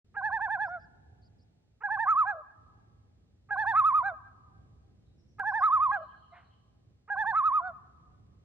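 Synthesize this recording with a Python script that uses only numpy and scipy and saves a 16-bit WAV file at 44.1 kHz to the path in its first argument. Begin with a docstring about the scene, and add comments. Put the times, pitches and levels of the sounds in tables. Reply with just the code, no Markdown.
"""A loon gives five tremolo calls on a calm lake, to the right of a pair of microphones; the woods echo them.
Its two-register voice arches in pitch about eleven times a second; in four calls it breaks into the higher
register for a while and drops back. A rough catch precedes each call; a second loon's soft hoarse hoot follows
the fourth. Behind lie faint whistled twitters, a far songbird blurred by the woods, one tiny click, and shaped
noise: a low rumble, with a wavering hum, whose level dips before most calls and jumps as they begin, and a
faint hiss."""
import sys
import numpy as np
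from scipy import signal
from scipy.fft import rfft, irfft, next_fast_len
from scipy.io import wavfile

SR = 44100
rng = np.random.default_rng(int(sys.argv[2]) if len(sys.argv) > 2 else 0)


def wav_out(sig):
    """Save sig, one row per channel (or a flat mono array), as 16-bit PCM at SR to the path in sys.argv[1]."""
    wavfile.write(sys.argv[1], SR, np.round(np.clip(np.atleast_2d(sig).T, -1, 1) * 32767).astype(np.int16))


N = 372204
EDGE_HZ = 14600  # upper edge of the recorded band


def gain_of(db):
    """Decibels to amplitude."""
    return 10 ** (np.asarray(db) / 20)


def evened(x):
    """Scales to rms 1."""
    return x / np.sqrt(np.mean(x ** 2) + 1e-20)


def read(points, hz):
    """Reads a table over log frequency."""
    table = np.array(points, float)
    return np.interp(np.log(hz + 1), np.log(table[:, 0] + 1), table[:, 1])


def add(mix, s, sound):
    """Mixes a sound in at time s."""
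    part = mix[max(round(s * SR), 0):][:len(sound)]
    part += sound[:len(part)]


def shaped(x, response):
    """Filters by a response given as a function of Hz."""
    size = next_fast_len(x.shape[-1] + 512)
    spectrum = rfft(x, size) * response(np.fft.rfftfreq(size, 1 / SR))
    return irfft(spectrum, size)[..., :x.shape[-1]]


def wobble(n, hz):
    """Smooth chance of rms 1 that moves up to about hz times a second."""
    knots = np.convolve(rng.standard_normal(2048), np.hanning(7), "same")
    place = np.arange(n) * (4 * hz / SR) % 2040
    return evened(np.interp(place, np.arange(2048), knots))


def band_noise(n, centre_hz, octaves):
    """Noise in a bell-shaped band."""
    def bell(f):
        return np.exp(-(np.log2((f + 1) / centre_hz) / octaves) ** 2)
    return evened(shaped(rng.standard_normal(n), bell))


# spectrum of the still air over the lake: (frequency [Hz], relative density [dB per Hz])
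AIR_SPECTRUM = [(20, -34.5), (40, -15), (62, -2.5), (90, -2), (120, -6), (160, -10.5), (250, -15),
                (420, -22.5), (630, -30), (1000, -40.5), (2000, -40), (4000, -41), (8000, -48),
                (13000, -65.5)]
# likeness of the air at the two microphones: (frequency [Hz], correlation [-1 to 1])
AIR_LIKENESS = [(60, 0.95), (100, 0.9), (180, 0.74), (300, 0.054), (520, 0.71), (900, 0.72), (1500, 0.43),
                (2600, -0.55)]
# level of the low rumble, dipping before most calls, used relative to its mean: (time [s], level [dB])
RUMBLE_LEVEL = [(0.05, -69), (0.19, -60.5), (1.34, -60.5), (1.83, -72.5), (1.94, -60), (2.48, -70),
                (2.64, -61), (3.46, -66.5), (3.58, -58.5), (4.42, -62.5), (4.6, -58.5), (5.73, -64),
                (5.8, -58.5), (6.34, -66), (6.9, -64.5), (7.08, -71), (7.15, -60), (8.44, -61.5)]
AIR_DB, HUM_DB, HUM_HZ = -63, -70, 106.3  # levels before the dips and jumps


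def background(hum_waver=.015, hum_swell_db=3, hiss_share=0.16, lumps_db=0.5):
    """Low rumble and hum whose level dips before most calls and jumps as they begin, and a very faint hiss."""
    t = np.arange(N) / SR
    level_db = np.interp(t, *np.transpose(RUMBLE_LEVEL)) - np.mean(np.array(RUMBLE_LEVEL)[:, 1])

    def share(f, sign):
        return gain_of(read(AIR_SPECTRUM, f)) * np.sqrt(np.clip(1 + sign * read(AIR_LIKENESS, f), 0, 2))
    noise_a, noise_b = rng.standard_normal((2, N))
    mid = shaped(noise_a, lambda f: share(f, 1))
    side = shaped(noise_b, lambda f: share(f, -1))
    air = gain_of(AIR_DB) * evened(np.array([mid + side, mid - side]))
    low = shaped(air, lambda f: 1 / (1 + (f / 500) ** 2))
    hiss = air - low
    hum_hz = HUM_HZ * (1 + hum_waver * wobble(N, 7.3))
    hum = np.sin(2 * np.pi * np.cumsum(hum_hz) / SR) * gain_of(hum_swell_db * wobble(N, 1.9))
    rumble = (low + gain_of(HUM_DB) * evened(hum)) * gain_of(level_db + lumps_db * wobble(N, 7.8))
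    both = rumble + hiss * gain_of(hiss_share * level_db)  # the hiss follows only slightly
    return both * gain_of([[-.5], [.5]])  # a little louder on the right


def chirp(length, hz, warble, db, blur, warble_hz=21):
    """A thin whistle that swings in pitch, with a finer random blur of the pitch."""
    t = np.arange(int(length * SR)) / SR
    swing = warble * np.sin(2 * np.pi * warble_hz * t + np.pi / 4)
    pitch = hz * (1 + swing + blur * wobble(len(t), 560))
    whistle = np.sin(2 * np.pi * np.cumsum(pitch) / SR)
    return gain_of(db) * evened(whistle * signal.windows.tukey(len(t), .6))


# a far songbird's opening notes, before the woods blur them: (time [s], pitch [Hz], level [dB])
SONG_OPENING = [(5.05, 3870, -87), (5.17, 5420, -82.5), (5.27, 5700, -84), (5.472, 5210, -76),
                (5.58, 5100, -73)]
# the two notes its song ends by rocking between: (first time [s], pitch [Hz], first level [dB])
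SONG_SEESAW = [(5.869, 4140, -79.5), (5.932, 3040, -74.5)]
SEESAW_BEAT_S, SEESAW_FADE_DB_PER_S = .141, -5


def song_notes(count=5):
    """The songbird's opening notes, then its fading see-saw."""
    beats = SEESAW_BEAT_S * np.arange(count)
    seesaw = [(s + late, hz, db + SEESAW_FADE_DB_PER_S * late)
              for s, hz, db in SONG_SEESAW for late in beats]
    return list(SONG_OPENING) + seesaw


# twitters over the water: (time [s], length [s], pitch [Hz], warble [share of the pitch], level [dB])
TWITTERS = [(0.647, 0.066, 5260, 0.082, -80.5), (0.783, 0.086, 5030, 0.047, -81),
            (1.209, 0.085, 4760, 0.066, -77.5), (1.374, 0.078, 4940, 0.058, -81)]


def small_birds(note_length=0.062, woods_t60=0.99, twitter_blur=0.043):
    """Twitters over the water, and a song that the far woods blur into a wash of decaying noise."""
    twitter, song = np.zeros((2, N))
    for s, *note in TWITTERS:
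        add(twitter, s, chirp(*note, blur=twitter_blur))
    for s, hz, db in song_notes():
        add(song, s, chirp(note_length, hz, .015, db, blur=.04))
    tail = rng.standard_normal((2, SR)) * gain_of(-60 * np.arange(SR) / SR / woods_t60)
    wash = signal.fftconvolve(song[None], tail / np.linalg.norm(tail[0]), axes=1)[:, :N]
    return twitter + 0.56 * song + wash


def click():
    """One tiny sharp click, an instant rise and fast decay, as the fourth call begins."""
    out, t = np.zeros(N), np.arange(200) / SR
    add(out, 5.3957, gain_of(-39) * np.exp(-t / .0004))
    return out


# echoes from stretches of shore: (delay [s], smear [s], level [dB re the loon])
SHORE_ECHOES = [(.075, .015, -25.5), (0.189, 0.012, -28), (.232, .01, -37), (0.492, .01, -44)]
# ring of the woods: (frequency [Hz], time to fall 60 dB [s])
WOODS_RING = [(600, 2.3), (1200, 1.34), (1800, 1.3), (4000, 0.42), (10000, .3)]


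def shore(x, tail_db=-26, build=0.034, opposed=.3, dull_hz=6000):
    """Distinct echoes from the shore and the long, uneven ring of its woods, from shaped noise."""
    hz, t, z = signal.stft(rng.standard_normal((2, 2 * SR)), SR, nperseg=256)
    z = z * gain_of(-60 * t / read(WOODS_RING, hz)[:, None]) * (1 - np.exp(-t / build))
    tail = signal.istft(z, SR, nperseg=256)[1]
    # stands of trees send the sound back in clumps
    tail *= gain_of(4 * np.tanh(wobble(tail.shape[1], 18)))
    # sound from the sides reaches the two microphones out of step
    tail = tail - opposed / 2 * tail[::-1]
    # the ring's level is set between 700 and 1800 Hz
    voice_band = rfft(tail, SR * 2)[:, 1400:3600]
    tail *= gain_of(tail_db) / np.sqrt(np.mean(abs(voice_band) ** 2))
    for delay, smear, db in SHORE_ECHOES:
        for channel in tail:
            burst = rng.standard_normal(SR // 10) * np.exp(-np.arange(SR // 10) / SR / smear)
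            add(channel, delay, gain_of(db) * burst / np.linalg.norm(burst))
    dulled = shaped(x, lambda f: 1 / (1 + (f / dull_hz) ** 4))
    return signal.fftconvolve(dulled[None], tail, axes=1)[:, :N]


# level of the loon between the microphones: (frequency [Hz], left minus right [dB])
MICROPHONE_LEVEL = [(650, -1), (880, -7), (1100, -2), (1300, -2.5), (1750, -2), (2600, 0), (3900, 1.5),
                    (7000, -0.5)]
# phase of the loon between the microphones: (frequency [Hz], lead of the left [rad])
MICROPHONE_LEAD = [(850, -.38), (1200, -.85), (1750, -.8), (2600, -.3), (3900, -1.05), (11000, -1.7)]


def microphones(x):
    """The pair of microphones hears the loon slightly to the right, by level and phase."""
    def half(f):
        return gain_of(read(MICROPHONE_LEVEL, f) / 2) * np.exp(.5j * read(MICROPHONE_LEAD, f))
    return np.array([shaped(x, half), shaped(x, lambda f: 1 / half(f))])


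def hoot(hz=710, tone_db=-52, rasp_db=-50, rasp_peak=0.049):
    """A soft short hoot with a weaker second pulse, ending in a hoarse rasp of noise."""
    t = np.arange(SR // 3) / SR
    phase = 2 * np.pi * hz * np.cumsum(1 + .012 * wobble(len(t), 80)) / SR
    pulses = np.exp(-((t - .017) / .01) ** 2) + .5 * np.exp(-((t - .063) / .02) ** 2)
    tone = (np.sin(phase) + 0.1 * np.sin(2 * phase) + 0.22 * np.sin(3 * phase)) * pulses
    rasp_swell = (t / rasp_peak) ** 2 / (1 + (t / rasp_peak) ** 4) * (1 - t / t[-1])
    rasp = band_noise(len(t), 1250, .95) * rasp_swell
    return np.sqrt(2) * gain_of(tone_db) * tone + gain_of(rasp_db) * rasp


def creak(db, start_hz=380, end_hz=500, length=.029):
    """The rough rising catch, an octave down, with which a call starts: harmonics through a resonance."""
    u = np.linspace(0, 1, int(length * SR))
    hz = (start_hz + (end_hz - start_hz) * u) * (1 + .025 * wobble(len(u), 400))
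    phase = 2 * np.pi * np.cumsum(hz) / SR
    stack = sum(np.cos(k * phase + rng.uniform(0, 2 * np.pi)) / (1 + ((k * hz - 1250) / 330) ** 2)
                for k in range(1, 7))
    return gain_of(db) * evened(stack * u * signal.windows.tukey(len(u), .4))


# crests climb to the top pitch by the third note, then sink ever faster (shares of the top pitch)
CLIMB, SINK = .095, .0048
# the pitch dips between notes, deeper as the call goes on (shares of the pitch)
DIP_FIRST, DIP_PER_NOTE, DIP_MOST = .145, 0.028, .21
# the last note falls to a resting pitch and trails off from there
FALL_S, REST_HZ, TRAIL_HZ_PER_S = 0.054, 649.8, 450
# the beat drags toward the end: each earlier beat has this share of the next one's drag
# the first troughs come early (share of a beat)
DRAG_SHARE, LEAN = .44, .06


def melody(t, first_crest, notes, beat, drag, top_hz, last_hz):
    """Round arches on a slowing beat: times of the troughs, distance from a crest, and pitch."""
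    k = np.arange(notes)
    crest_s = first_crest + np.cumsum((k > 0) * (beat + drag * DRAG_SHARE ** k[::-1]))
    climb = CLIMB * np.maximum(1 - k / 2, 0) ** 1.5
    sink = SINK * np.maximum(k - 2, 0) ** 2
    crest_hz = top_hz * (1 - climb - sink)
    dip = np.minimum(DIP_FIRST + DIP_PER_NOTE * k[:-1], DIP_MOST)
    trough_hz = (1 - dip) * (crest_hz[:-1] + crest_hz[1:]) / 2
    trough_hz = np.r_[trough_hz[0], trough_hz, REST_HZ]
    crest_hz[-1] = last_hz
    trough_s = crest_s[:-1] + np.diff(crest_s) * (.5 - LEAN * np.maximum(1 - k[:-1] / 2, 0))
    turns_s = np.sort(np.r_[first_crest - beat / 2, crest_s, trough_s, crest_s[-1] + FALL_S])
    place = np.interp(t, turns_s, np.arange(len(turns_s)) / 2 - .5)  # whole numbers on the crests
    note = np.clip(np.round(place), 0, notes - 1).astype(int)
    away = 2 * abs(place - note)  # 0 on a crest, 1 in a trough
    sag = 1 - abs(np.cos(np.pi / 2 * away)) ** 1.4
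    hz = crest_hz[note] + (trough_hz[np.floor(place).astype(int) + 1] - crest_hz[note]) * sag
    return trough_s, away, hz - TRAIL_HZ_PER_S * np.maximum(t - crest_s[-1] - FALL_S, 0)


# both registers are louder at higher pitch; the fundamental starts softly
FULL_HZ, LOW_DB_PER_OCTAVE, HIGH_DB_PER_OCTAVE = 892, 28, 10.5
SOFT_START_DB, SOFT_START_S, ATTACK_S, RELEASE_S = -3.5, .06, .0035, .03
# weakening between notes
LOW_DIP_DB, OCTAVE_DIP_DB, HIGH_DIP_DB = -0.5, -5.5, -6
# the low register's octave passes a resonance of the throat
OCTAVE_HZ, OCTAVE_WIDTH_HZ = 1702, 203
# the high register cracks in briefly just after each trough, ever weaker, and chokes the low one
CRACK_S, CRACK_LATE_S, CRACK_DB, CRACK_DB_PER_NOTE, CRACK_CHOKE = 0.0039, 0.0017, -3.5, -0.9, .7
# the leap between registers; the low one lingers after it and stirs faintly in the troughs
SWITCH_S, LINGER_S, STIR_DB = .0025, 0.017, -17.5


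def quaver(call):
    """One call's pitch, and the strength of the low register, of its octave and of the high register."""
    start, first_crest, end, notes, beat, drag, top_hz, last_hz, held, low_db, high_db = call
    t = np.arange(start, end, 1 / SR)
    trough_s, away, hz = melody(t, first_crest, round(notes), beat, drag, top_hz, last_hz)
    since_leap = t - trough_s[2]  # the voice leaps after the third note
    leap = np.tanh(since_leap / SWITCH_S + 1)
    drop = np.tanh((since_leap - held) / SWITCH_S)
    aloft = (leap - drop) / 2 * (held > 0)
    crack = (1 - aloft) * sum(
        gain_of(CRACK_DB_PER_NOTE * k) * np.exp(-((t - s - CRACK_LATE_S) / CRACK_S) ** 2)
        for k, s in enumerate(trough_s))
    linger = np.exp(-np.maximum(since_leap, 0) / LINGER_S) + gain_of(STIR_DB) * away ** 4
    gate = np.minimum((t - start) / ATTACK_S, 1) * np.minimum((end - t) / RELEASE_S, 1)
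    low_gate = abs(gate * gain_of(low_db) * (1 - aloft + aloft * linger) * (1 - CRACK_CHOKE * crack))
    octaves, between = np.log2(hz / FULL_HZ), away ** 3
    soft_db = SOFT_START_DB * np.exp((start - t) / SOFT_START_S)
    low = gain_of(LOW_DB_PER_OCTAVE * octaves + LOW_DIP_DB * between + soft_db)
    octave = gain_of(OCTAVE_DIP_DB * between) / (1 + ((2 * hz - OCTAVE_HZ) / OCTAVE_WIDTH_HZ) ** 2)
    high = gain_of(high_db + HIGH_DB_PER_OCTAVE * octaves + HIGH_DIP_DB * between)
    high = high * (aloft + gain_of(CRACK_DB) * crack)
    return t, away, hz, (low_gate * low, low_gate * octave, gate * high)


# overtones that leave the throat, before flutter and drift: (frequency [Hz], level [dB, relative])
THROAT_COLOUR = [(2000, -22), (2600, -34.5), (2800, -43.5), (3050, -55.5), (3500, -33.5), (3900, -38),
                 (4400, -41), (4900, -54), (5400, -52), (6200, -51.5), (7100, -47.5), (8800, -78.5),
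                 (9800, -48), (11400, -46.5), (12800, -75.5), (14300, -66.5)]


def overtones(phase, hz, orders, flutter_db=4, drift_db=2):
    """Upper harmonics, coloured by the throat; each flutters and slowly drifts in level on its own."""
    n = len(hz)
    total = 0
    for k in orders:
        level_db = read(THROAT_COLOUR, k * hz) + flutter_db * wobble(n, 90) + drift_db * wobble(n, 2.7)
        harmonic = np.cos(k * phase + rng.uniform(0, 2 * np.pi))
        total = total + gain_of(level_db) * (k * hz < EDGE_HZ) * harmonic
    return total


def haze(n):
    """The fine rasp of air that rides on the loud notes."""
    return band_noise(n, 6200, .35)


JUMP = 1.45  # pitch of the high register as a ratio to the low
# the overtones swell in over the first note: how far down they start, and how fast they come
BLOOM_DB, BLOOM_S = -12.5, 0.017


def tremolo(call, overtones_db, shimmer_db=1.21, high_overtones_db=-7, sum_tone_db=-4, rasp_db=-50,
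            push=4.6, full_hz=880, husk=0.0072, haze_db=-58):
    """Two registers of the syrinx follow one quavering pitch; the voice is unsteady between notes."""
    t, away, hz, (low, octave, high) = quaver(call)
    n = len(t)
    jitter, break_jitter = .003, .026  # shares of the pitch
    clash = 1.2  # radians

    def unsteady_phase(f):
        unsteady = f * (1 + (jitter + break_jitter * away ** 6) * wobble(n, 300))
        return 2 * np.pi * np.cumsum(unsteady) / SR
    low_phase, high_phase = unsteady_phase(hz), unsteady_phase(JUMP * hz)
    voice = low * np.cos(low_phase) - octave * np.cos(2 * low_phase) + high * np.cos(high_phase)
    # where both registers sound together they make a sum tone and roughen the overtones
    both = low * high / (low ** 2 + high ** 2 + 1e-12)
    sum_tone = both * high * (1 - away ** 2) * np.cos(low_phase + high_phase)
    voice += gain_of(sum_tone_db) * sum_tone
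    unrest = wobble(n, 700)
    # overtones are strongest on the highest crests
    bright = gain_of(overtones_db) * (1 - .6 * away ** 2) * (hz / full_hz) ** push
    bright *= gain_of(BLOOM_DB * np.exp(-((t - t[0]) / BLOOM_S) ** 2))
    low_overtones = overtones(low_phase + husk * unrest, hz, np.arange(3, 18))
    voice += bright * np.sqrt(low * octave) * low_overtones
    rough_phase = high_phase + (husk + clash * both) * unrest
    high_overtones = overtones(rough_phase, JUMP * hz, np.arange(2, 13))
    voice += gain_of(high_overtones_db) * bright * high * high_overtones
    voice += gain_of(rasp_db) * (low + high) * band_noise(n, 1700, 0.38)
    voice += gain_of(haze_db) * bright * (low + octave + both * high) * haze(n)
    return t[0], np.sqrt(2) * voice * gain_of(shimmer_db * wobble(n, 89))


# the loon's calls: (start [s], first crest [s], end [s], notes [count], beat [s], drag of the last beat [s],
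# top pitch [Hz], last pitch [Hz], time held in the high register [s], low register [dB],
# high register [dB], overtones [dB, relative]); register levels are before the shaping of each note
CALLS = [(.165, .177, .805, 7, .0858, .026, 905, 730, 0, -32.3, -23, 0),
         (1.834, 1.851, 2.425, 6, .0835, .014, 920, 838, .19, -31.8, -21.8, -1.5),
         (3.506, 3.523, 4.155, 7, .0862, .017, 913, 806, .288, -29.8, -21, 3),
         (5.396, 5.397, 6.06, 7, .0853, .016, 906, 832, .305, -30.7, -21.5, 0),
         (7.099, 7.122, 7.73, 7, .0841, .021, 914, 747, .272, -31.5, -23, 0)]
# the rough catch before each call: (time [s], level [dB])
CATCHES = [(0.139, -50.5), (1.803, -49.5), (3.485, -51), (5.381, -44), (7.074, -50.5)]


def loon():
    """The five calls with their catches, and a second loon's soft hoot, all dry."""
    out = np.zeros(N)
    for *call, overtones_db in CALLS:
        add(out, *tremolo(call, overtones_db))
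    for s, db in CATCHES:
        add(out, s, creak(db))
    add(out, 6.317, hoot())
    return out


def scene():
    """The loon with its echoes, small birds, a click and the still air."""
    calls = loon()
    return microphones(calls) + shore(calls) + small_birds() + click() + background()


def record(dry):
    """The recorder opens a moment in and limits the band."""
    opened = np.clip((np.arange(N) / SR - .044) / .004, 0, 1)
    band_limit = signal.firwin(511, EDGE_HZ, window=("kaiser", 9), fs=SR)
    return signal.oaconvolve(dry * opened, band_limit[None], "same")


dry = scene()
out = record(dry)
wav_out(out)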